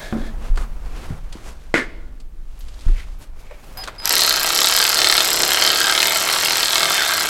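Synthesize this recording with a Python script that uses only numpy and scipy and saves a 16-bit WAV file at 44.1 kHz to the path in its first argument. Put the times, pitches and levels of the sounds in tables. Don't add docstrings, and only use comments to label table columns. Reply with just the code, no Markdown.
import sys
import numpy as np
from scipy import signal
from scipy.fft import rfft, irfft
from scipy.io import wavfile
from scipy.ndimage import uniform_filter1d, map_coordinates

SR = 44100
rng = np.random.default_rng(int(sys.argv[2]) if len(sys.argv) > 2 else 0)


def master(y):
    cut = np.clip(np.atleast_2d(y).T, -1, 1)
    pcm = np.round(cut * 32767)
    wavfile.write(sys.argv[1], SR, pcm.astype(np.int16))


N = 321474
TIME = np.arange(N) / SR


def amp(db):
    return 10 ** (np.asarray(db) / 20)


def unit(x):
    return x / np.sqrt(np.mean(x ** 2) + 1e-20)


def along(points, hz):
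    f, v = np.transpose(points)
    return np.interp(np.log(hz + 1), np.log(f + 1), v)


def curves(rows, at=TIME):
    s, *columns = np.transpose(rows)
    return [np.interp(at, s, column) for column in columns]


def fade(t60, t=TIME[:SR]):
    return np.exp(-np.log(1000) * t / t60)


def swell(s, half):
    return np.exp(-np.minimum(((TIME - s) / half) ** 2, 20))


def add(track, s, sound):
    part = track[max(round(s * SR), 0):][:len(sound)]
    part += sound[:len(part)]


def convolve(x, response):
    return signal.oaconvolve(x.astype(np.float32), response.astype(np.float32))[:len(x)].astype(float)


def colour(x, spectrum, size=8192):
    shape = amp(along(spectrum, np.fft.rfftfreq(size, 1 / SR)))
    cepstrum = irfft(np.log(shape + 1e-6))
    cepstrum[1:size // 2] *= 2
    cepstrum[size // 2 + 1:] = 0
    response = irfft(np.exp(rfft(cepstrum)))
    return convolve(x, response / np.linalg.norm(response))


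def highpass(x, hz):
    return signal.lfilter(*signal.butter(2, hz, "highpass", fs=SR), x)


def resonate(x, modes):
    return sum(amp(db) * signal.lfilter(*signal.iirpeak(hz, hz / width, SR), x) for hz, width, db in modes)


def noise(spectrum):
    return unit(colour(rng.standard_normal(N), spectrum))


def wobble(rate):
    knots = rng.standard_normal(int(N * rate / SR) + 4)
    steps = np.arange(len(knots) * 10) / 10
    return np.interp(TIME * rate, steps, map_coordinates(knots, [steps]))


SPIKE = 2.05


def contacts(times, levels_db, t60, alike, size=2048):
    burst, decay, track = rng.standard_normal(size), fade(t60)[:size], np.zeros(N)
    for s, db in zip(times, levels_db):
        fresh = rng.standard_normal(size)
        burst = alike * burst + np.sqrt(1 - alike ** 2) * fresh
        add(track, s, amp(db) * np.append(SPIKE, burst * decay))
    return track


def echo(x, decays):
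    hz, t, z = signal.stft(rng.standard_normal(SR), SR, nperseg=128)
    decay = np.exp(-np.log(1000) * t / along(decays, hz)[:, None])
    tail = signal.istft(z * decay, SR, nperseg=128)[1]
    return convolve(x, np.pad(tail, (60, 0)) / np.linalg.norm(tail))


# t/s, level/dB
RUMBLE_LEVEL = [(0, -39), (.2, -27), (.62, -22.5), (1.55, -33), (2.85, -30.5), (3.9, -36), (4.2, -43),
                (7.29, -62)]
# f/Hz, relative level/dB per Hz
RUMBLE_COLOUR = [(8, -11.5), (18, 6), (34, -3), (52, -6), (81, -26), (160, -30), (400, -63)]
# f/Hz, relative level/dB per Hz
AIR_COLOUR = [(150, -4), (500, -27), (2000, -33), (8000, -19), (16000, -40)]


def background():
    return amp(curves(RUMBLE_LEVEL)[0]) * noise(RUMBLE_COLOUR) + amp(-74) * noise(AIR_COLOUR)


# t/s, level/dB
SLIDE_LEVEL = [(0, -38), (.03, -33.5), (.11, -42), (.15, -47), (.29, -42), (.33, -62), (.4, -100)]
# f/Hz, width/Hz, relative level/dB
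SLIDING_STEEL = [(667, 140, 4), (1680, 150, 5.5), (2100, 46, 0), (3340, 370, -5.5), (3720, 100, -9)]
# middle t/s, half length/s, level/dB, f/Hz, width/Hz
SQUEAKS = [(0.631, 0.023, -39, 1210, 220), (2.996, 0.045, -41.5, 2060, 900), (3.515, 0.11, -54, 2250, 250),
           (6.996, .009, -22, 1770, 260), (7.024, .01, -20.5, 1550, 260)]


def scrape():
    friction = rng.standard_normal(N) * amp(1.8 * wobble(150))
    track = amp(curves(SLIDE_LEVEL)[0]) * unit(resonate(friction, SLIDING_STEEL))
    for s, half, db, hz, width in SQUEAKS:
        track += amp(db) * swell(s, half) * unit(resonate(friction, [(hz, width, 0)]))
    return track


# t/s, relative glove scuff level/dB, relative sleeve level/dB
STIR = [(0, -39.5, -43), (.4, -44, -57), (1.65, -50.5, -56), (2.3, -59, -68.5), (2.65, -52.5, -53),
        (3.12, -50.5, -55.5), (3.32, -53.5, -64.5), (3.45, -49, -55.5), (3.95, -43, -65)]
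# middle t/s, half length/s, relative glove scuff level/dB, relative sleeve level/dB, resonance f/Hz
RUBS = [(0.452, 0.04, -38.5, -48.5, 2700), (0.61, 0.028, -39, -45.5, 8000),
        (0.864, 0.018, -42, -52.5, 1150), (0.997, 0.079, -38.5, -46, 2600),
        (1.118, 0.052, -39.5, -53.5, 9000), (1.377, 0.034, -41.5, -49.5, 3000),
        (1.481, 0.036, -39, -44.5, 6700), (2.906, 0.11, -46.5, -51, 3400),
        (3.228, 0.02, -46.5, -47.5, 9000), (3.405, 0.021, -49.5, -53, 11900),
        (3.7, 0.12, -66, -52.5, 12500)]
# f/Hz, relative level/dB per Hz
GLOVE_COLOUR = [(100, 1), (400, -4.5), (1200, -8.5), (2400, -17.5), (6000, -52)]
# f/Hz, relative level/dB per Hz
SLEEVE_COLOUR = [(1200, -9), (2600, 0.5), (6700, -4.5), (12800, -13), (16000, -34)]
RUB_RING_DB, RUB_RING_SHARE = -5, .4


def rustle():
    scuff, sleeve = amp(curves(STIR)) ** 2
    friction, rings = rng.standard_normal(N), np.zeros(N)
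    for s, half, scuff_db, sleeve_db, hz in RUBS:
        rub = swell(s, half)
        scuff = scuff + amp(scuff_db) ** 2 * rub
        sleeve = sleeve + amp(sleeve_db) ** 2 * rub
        ring = unit(resonate(friction, [(hz, RUB_RING_SHARE * hz, 0)]))
        rings += amp(sleeve_db + RUB_RING_DB) * np.sqrt(rub) * ring
    grain = wobble(70)
    glove_grain = amp(-0.57 + 0.95 * grain + 1.2 * wobble(300))
    sleeve_grain = amp(grain + 1.2 * wobble(500) - 2.04)
    glove = np.sqrt(scuff) * glove_grain * noise(GLOVE_COLOUR)
    return glove + sleeve_grain * (np.sqrt(sleeve) * noise(SLEEVE_COLOUR) + rings)


# f/Hz, relative level/dB, t60/s
HOLLOW_MODES = [(222.5, 0, 0.47), (346, -11.5, 0.16), (555, -15, 0.28), (741, -17, 0.25)]
# f/Hz, relative level/dB per Hz
DULL_COLOUR = [(100, -30), (350, 5), (1500, 7), (3000, -6.5), (6000, -26)]


def hollow_knock(s=.126):
    track, t = np.zeros(N), TIME[:SR]
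    ring = sum(amp(db) * fade(t60) * np.sin(2 * np.pi * hz * t) for hz, db, t60 in HOLLOW_MODES)
    thud_colour = [(60, 3), (250, 5.0), (700, -14.0), (1400, -17.0), (4500, -52)]
    thud = colour(rng.standard_normal(SR) * fade(0.48), thud_colour)
    tap = colour(rng.standard_normal(SR) * fade(.03), DULL_COLOUR)
    add(track, s, amp(-14.0) * ring + amp(-22.0) * thud + amp(-27.5) * tap)
    return track


# t/s, relative level/dB, f/Hz, t60/s
BUMPS = [(0.499, -11.5, 25.7, 0.7), (1.097, -34, 390, 0.075), (1.104, -15.5, 118, 0.13),
         (1.351, -24.5, 226, 0.056), (2.865, -3.5, 27.2, 0.29), (2.882, -31.5, 342, 0.08),
         (3.509, -34, 590, 0.096), (3.773, -36, 759, 0.28)]


def bumps():
    track, t = np.zeros(N), TIME[:SR]
    for s, db, hz, t60 in BUMPS:
        mode = [(hz, hz / 2, 0)]
        grit = unit(resonate(resonate(rng.standard_normal(SR), mode), mode))
        envelope = fade(t60) * (1 - fade(0.014))
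        add(track, s, amp(db) * envelope * (np.sin(2 * np.pi * hz * t) + 0.85 * grit))
    return track


# t/s, relative level/dB, dull part against the bright/dB
CLINKS = [(0.558, -35.5, -8), (0.5734, -28.5, 5.5), (1.325, -28.5, -14), (2.2013, -40.5, -22),
          (2.607, -37, -23), (2.684, -38.5, -20), (2.882, -40, 2), (3.51, -47.5, 9), (3.837, -23.5, -6),
          (3.8751, -25, 0.5), (3.884, -39.5, 15)]
# f/Hz, relative level/dB per Hz
BRIGHT_COLOUR = [(400, -16), (4200, 0.5), (4700, 2.5), (5400, -5.5), (8000, -4), (16000, -33)]


def clinks(t60=0.068):
    bright, dull = np.zeros((2, N))
    for s, db, dull_db in CLINKS:
        add(bright, s, amp(db - 5.5) * fade(t60) * rng.standard_normal(SR))
        add(dull, s, amp(db + dull_db - 2.0) * fade(t60) * rng.standard_normal(SR))
    return colour(bright, BRIGHT_COLOUR) + colour(dull, DULL_COLOUR)


# f/Hz, relative level/dB per Hz
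BANG_COLOUR = [(150, 0.5), (320, -2), (750, -12.5), (1450, -2.5), (2100, -2.5), (2700, -10.5), (5800, -22),
               (8000, -23.5), (15000, -45)]
# f/Hz, relative level/dB
PLATE_MODES = [(300, -2.5), (355, 2), (450, -1), (1440, -2), (1750, 1), (1900, 1.5), (2090, 1.5)]
PLATE_WIDTH_HZ = 48
BANG_LOW_HZ = 250


def bang(s=1.7413, chatter_s=0.068):
    track, t = np.zeros(N), TIME[:SR]
    u = t / 0.0016
    push = (1 - u) * np.exp(-u) * (1 - fade(0.0012)) ** 2
    hit = amp(-10.5) * fade(0.01)
    chatter = amp(-18.5) * np.exp(-(t / chatter_s) ** 2) * amp(wobble(400)[:SR])
    blows = colour((hit + chatter) * rng.standard_normal(SR), BANG_COLOUR)
    ring = resonate(blows, [(hz, PLATE_WIDTH_HZ, db) for hz, db in PLATE_MODES])
    add(track, s, amp(8.0) * push + blows + amp(3) * ring)
    return highpass(track, BANG_LOW_HZ)


# t/s, relative level/dB
TICKS = [(2.591, -46), (3.188, -51), (3.773, -34)]


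def ticks(hz=12400, width=1800, t60=.13):
    track = np.zeros(N)
    for s, db in TICKS:
        add(track, s, amp(db) * fade(t60) * rng.standard_normal(SR))
    return amp(7) * resonate(track, [(hz, width, 0)])


def fidget(start=2.72, end=2.84, level_db=-45, count=10):
    times, levels_db = rng.uniform(start, end, count), rng.normal(level_db, 2, count)
    return colour(contacts(times, levels_db, t60=0.017, alike=0), BRIGHT_COLOUR)


# t/s, relative level/dB
GEAR_LEVEL = [(3.768, -72), (3.773, -35.5), (3.84, -47), (3.98, -52.5), (4.02, -41), (4.06, -26),
              (7.29, -24.5)]
# f/Hz, relative level/dB per Hz
GEAR_COLOUR = [(150, -32.5), (400, -4.5), (1500, 2.5), (3000, -3), (9000, -16), (12500, -13), (16000, -26)]


def gear_noise():
    return amp(curves(GEAR_LEVEL)[0] + 4.6 * wobble(400) - 1.1) * noise(GEAR_COLOUR)


# start t/s, end t/s
WHINE_SPELLS = [(3.772, 3.833), (3.983, 6.1)]
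WHINE_DB, WHINE_DB_PER_S = -36, 1


def whine(switch_hz=4997):
    sounding = sum(1.0 * (TIME > start) * (TIME < end) for start, end in WHINE_SPELLS)
    phase = 2 * np.pi * switch_hz * TIME
    tone = np.sin(phase) + amp(-18.5) * np.sin(2 * phase)
    level_db = WHINE_DB + WHINE_DB_PER_S * (TIME - WHINE_SPELLS[0][0]) + 1.8 * wobble(68)
    return uniform_filter1d(sounding, size=90) * amp(level_db) * unit(tone)


# t/s, strokes per second f/Hz
YOKE_SPEED = [(4.106, 32.01), (4.196, 37.96), (4.398, 26.52), (4.476, 34.33), (4.796, 39.43),
              (4.927, 38.86), (4.976, 28.16), (4.994, 36.57), (5.217, 37.6), (5.4, 33.1), (5.622, 39.3),
              (5.754, 35.25), (6.136, 39.49), (6.223, 37.64), (6.306, 40.63), (6.538, 41.44),
              (6.603, 38.95), (6.694, 40.37), (6.947, 40.53), (7.021, 35.77), (7.29, 32.01)]


def stroke_times(phase, scatter):
    running = TIME[TIME >= YOKE_SPEED[0][0]]
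    turns = np.cumsum(curves(YOKE_SPEED, running)[0]) / SR
    times = np.interp(np.arange(int(turns[-1]) + 1) + phase, turns, running)
    return times + scatter * rng.standard_normal(len(times))


# start t/s, length/s, grip level/dB
GRIPS = [(4.1, 0.22, 4.5), (4.58, 0.28, 6.5), (5, 0.21, 9), (5.417, 0.013, 11), (5.491, .07, 5.5),
         (5.604, 0.14, 6.5), (5.79, 0.303, 7.5), (6.383, 0.16, 3), (6.739, 0.11, 7)]
GRIP_ATTACK_S, GRIP_RELEASE_S = 0.017, 0.033


def grip(at):
    total_db = 0
    for s, length, db in GRIPS:
        corners = [s - GRIP_ATTACK_S, s, s + length, s + length + GRIP_RELEASE_S]
        total_db = total_db + db * np.interp(at, corners, [0, 1, 1, 0])
    return total_db


FREE_LOAD_DB = -23.5
LOAD_SHARE, LOAD_DB_PER_S = 0.54, -0.52


def load(at):
    return FREE_LOAD_DB + LOAD_SHARE * grip(at) + LOAD_DB_PER_S * (at - YOKE_SPEED[0][0])


# t/s, relative level/dB
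PAWL_LEVEL = [(4.1, -23.5), (4.35, -29.5), (4.55, -25), (4.9, -27), (5.05, -28.5), (5.3, -28.5), (5.8, -30),
              (7.29, -32.5)]


def pawl_click(phase, gain_db, t60, grip_share):
    times = stroke_times(phase, scatter=.0003)
    level_db = curves(PAWL_LEVEL, times)[0] + gain_db + grip_share * grip(times)
    return contacts(times, level_db + rng.normal(0, 2.1, len(times)), t60, alike=0.47)


# t/s, relative level/dB
CATCHES = [(4.056, -3.5), (4.076, -8), (4.094, -4)]
# f/Hz, relative level/dB per Hz
CLICK_COLOUR = [(1000, -25), (2500, -10), (4300, 6), (6000, 2), (8000, 4), (10000, 4), (12500, -13),
                (16000, -19)]
# f/Hz, relative level/dB per Hz
SNAP_COLOUR = [(300, -19.5), (2500, -6), (5000, 9), (7700, 6.5), (10500, 3), (12500, 11.5), (13600, -1.5),
               (16000, -10.5)]


def pawl():
    first = pawl_click(phase=.46, gain_db=14, t60=0.0086, grip_share=0.17)
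    second = pawl_click(phase=.62, gain_db=20, t60=0.0075, grip_share=0)
    third = pawl_click(phase=0.8, gain_db=13, t60=0.026, grip_share=-1.1)
    catches = contacts(*np.transpose(CATCHES), t60=0.0072, alike=0.92)
    return colour(first, CLICK_COLOUR) + colour(second + third + catches, SNAP_COLOUR)


# f/Hz, relative level/dB of each harmonic
GROWL_COLOUR = [(75, -20), (110, -35), (170, -8), (245, -18.5), (350, -4), (500, -8), (900, -9)]


def growl(count=22):
    running = TIME[TIME >= YOKE_SPEED[0][0]]
    speed = curves(YOKE_SPEED, running)[0]
    turns = np.cumsum(speed) / SR
    hum = np.zeros(len(running))
    for k in range(2, count + 1):
        phase = 2 * np.pi * k * (turns - .12) + rng.normal(0, 1.0)
        hum += amp(along(GROWL_COLOUR, k * speed)) * np.sin(phase)
    track = np.zeros(N)
    add(track, running[0], hum * amp(-40 + 0.48 * grip(running)))
    return track * amp(2.9 * wobble(7))


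# f/Hz, relative level/dB per Hz
KNOCK_COLOUR = [(100, -38), (250, -21.5), (450, -6.5), (1100, 0), (2500, -1.5), (4200, -1), (6000, -4),
                (8000, -7.5), (12000, -18), (16000, -23)]
KNOCK_PHASE, REBOUND_PHASE = 0.03897, .22
FREE_KNOCK_DB, REBOUND_DB = -13.5, -7.5
EDGE_DB, EDGE_HZ, DULL_SHARE = -12.5, 2300, 0.64


def yoke():
    times = stroke_times(KNOCK_PHASE, scatter=.0001)
    uneven_db = rng.normal(0, 0.95, len(times))
    eased_db = LOAD_DB_PER_S * (times - YOKE_SPEED[0][0])
    body_db = FREE_KNOCK_DB + DULL_SHARE * grip(times) + eased_db + uneven_db
    edge_db = EDGE_DB + grip(times) + rng.normal(0, 0.93, len(times))
    body = contacts(times, body_db, t60=0.0098, alike=0.71)
    rebound_times = stroke_times(REBOUND_PHASE, scatter=.0004)
    rebound = contacts(rebound_times, body_db + REBOUND_DB, t60=.012, alike=0.77)
    edge = highpass(contacts(times, edge_db, t60=0.0037, alike=0.34), EDGE_HZ)
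    bracket = contacts(times, load(times) + uneven_db + 5.0, t60=0.062, alike=0.84)
    return colour(body + rebound + edge + bracket, KNOCK_COLOUR)


# t/s, relative level/dB
CLACKS = [(4.1652, -8), (4.2194, -2), (4.2473, -4), (4.6706, -6), (4.876, -6.9), (5.1247, 0), (5.1516, -12),
          (5.179, -12), (5.205, -5), (5.674, -9), (5.7845, -12), (5.8945, -9), (6.0018, -4), (6.0286, -1),
          (6.054, -8), (6.458, -2), (6.507, -9.5), (6.63, -1), (6.8045, -10)]
CLACK_HZ, CLACK_SPREAD, CLACK_T60_S = 3820, 0.18, 0.0045


def clacks():
    track, t = np.zeros(N), TIME[:SR]
    for s, db in CLACKS:
        hz = CLACK_HZ * np.exp(CLACK_SPREAD * rng.standard_normal())
        ring = np.sin(2 * np.pi * hz * t) + 0.34 * rng.standard_normal(SR)
        add(track, s, amp(db) * fade(CLACK_T60_S) * ring)
    return track


# f/Hz, width/Hz, relative level/dB
HEAD_MODES = [(730, 73, -7), (913, 55, -3.5), (1317, 95, -2), (1625, 91, -5), (2140, 75, -1),
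              (3180, 260, -1.5), (3590, 61, -2), (4206, 430, 3), (5200, 500, -2.5), (7700, 370, 1.5)]
# middle t/s, half length/s, f/Hz, extra level/dB
FLARES = [(4.222, 0.13, 4280, 7), (6.004, 0.65, 3170, 5.5), (5.87, 0.1, 1595, 15), (6.95, 0.24, 2130, 8),
          (6.98, 0.21, 3570, 17), (7.05, 0.32, 1595, 12.5)]
SWELL_DB, WANDER_CYCLES = 2, 0.086


def head(blows):
    pitches, track = np.transpose(HEAD_MODES)[0], np.zeros(N)
    gain_db = [SWELL_DB * wobble(12) for _ in HEAD_MODES]
    for s, half, hz, db in FLARES:
        gain_db[np.argmin(abs(pitches - hz))] += db * swell(s, half)
    for mode, db in zip(HEAD_MODES, gain_db):
        wandering = TIME + WANDER_CYCLES * wobble(35) / mode[0]
        track += amp(db) * np.interp(wandering, TIME, resonate(blows, [mode]))
    return track


HEAD_LOW_HZ = 290


def ratchet():
    blows = yoke() + pawl() + gear_noise()
    steel = highpass(amp(-2.5) * blows + amp(-3.0) * head(blows) + clacks(), HEAD_LOW_HZ)
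    bay = [(300, 0.054), (10000, 0.015)]  # f/Hz, t60/s
    turn = wobble(3)
    scattered = np.cos(turn) * echo(steel, bay) + np.sin(turn) * echo(steel, bay)
    return growl() + steel + amp(-13.5) * scattered


# f/Hz, t60/s
ROOM_DECAY = [(150, 2.5), (400, 0.81), (800, 1), (1800, 0.63), (4000, 0.85), (12000, 0.22)]


def scene():
    tool = ratchet()
    parts = scrape() + hollow_knock() + bumps() + clinks() + bang() + ticks() + fidget()
    room = echo(amp(-12.0) * tool + amp(-19.0) * parts, ROOM_DECAY)
    return (background() + rustle() + parts + tool + whine() + room)[None]


TOP_HZ = 16100


def record(dry):
    held = dry / (1 + abs(dry) ** 6) ** (1 / 6)
    return irfft(rfft(held) * (np.fft.rfftfreq(N, 1 / SR) < TOP_HZ), N)


dry = scene()
out = record(dry)
master(out)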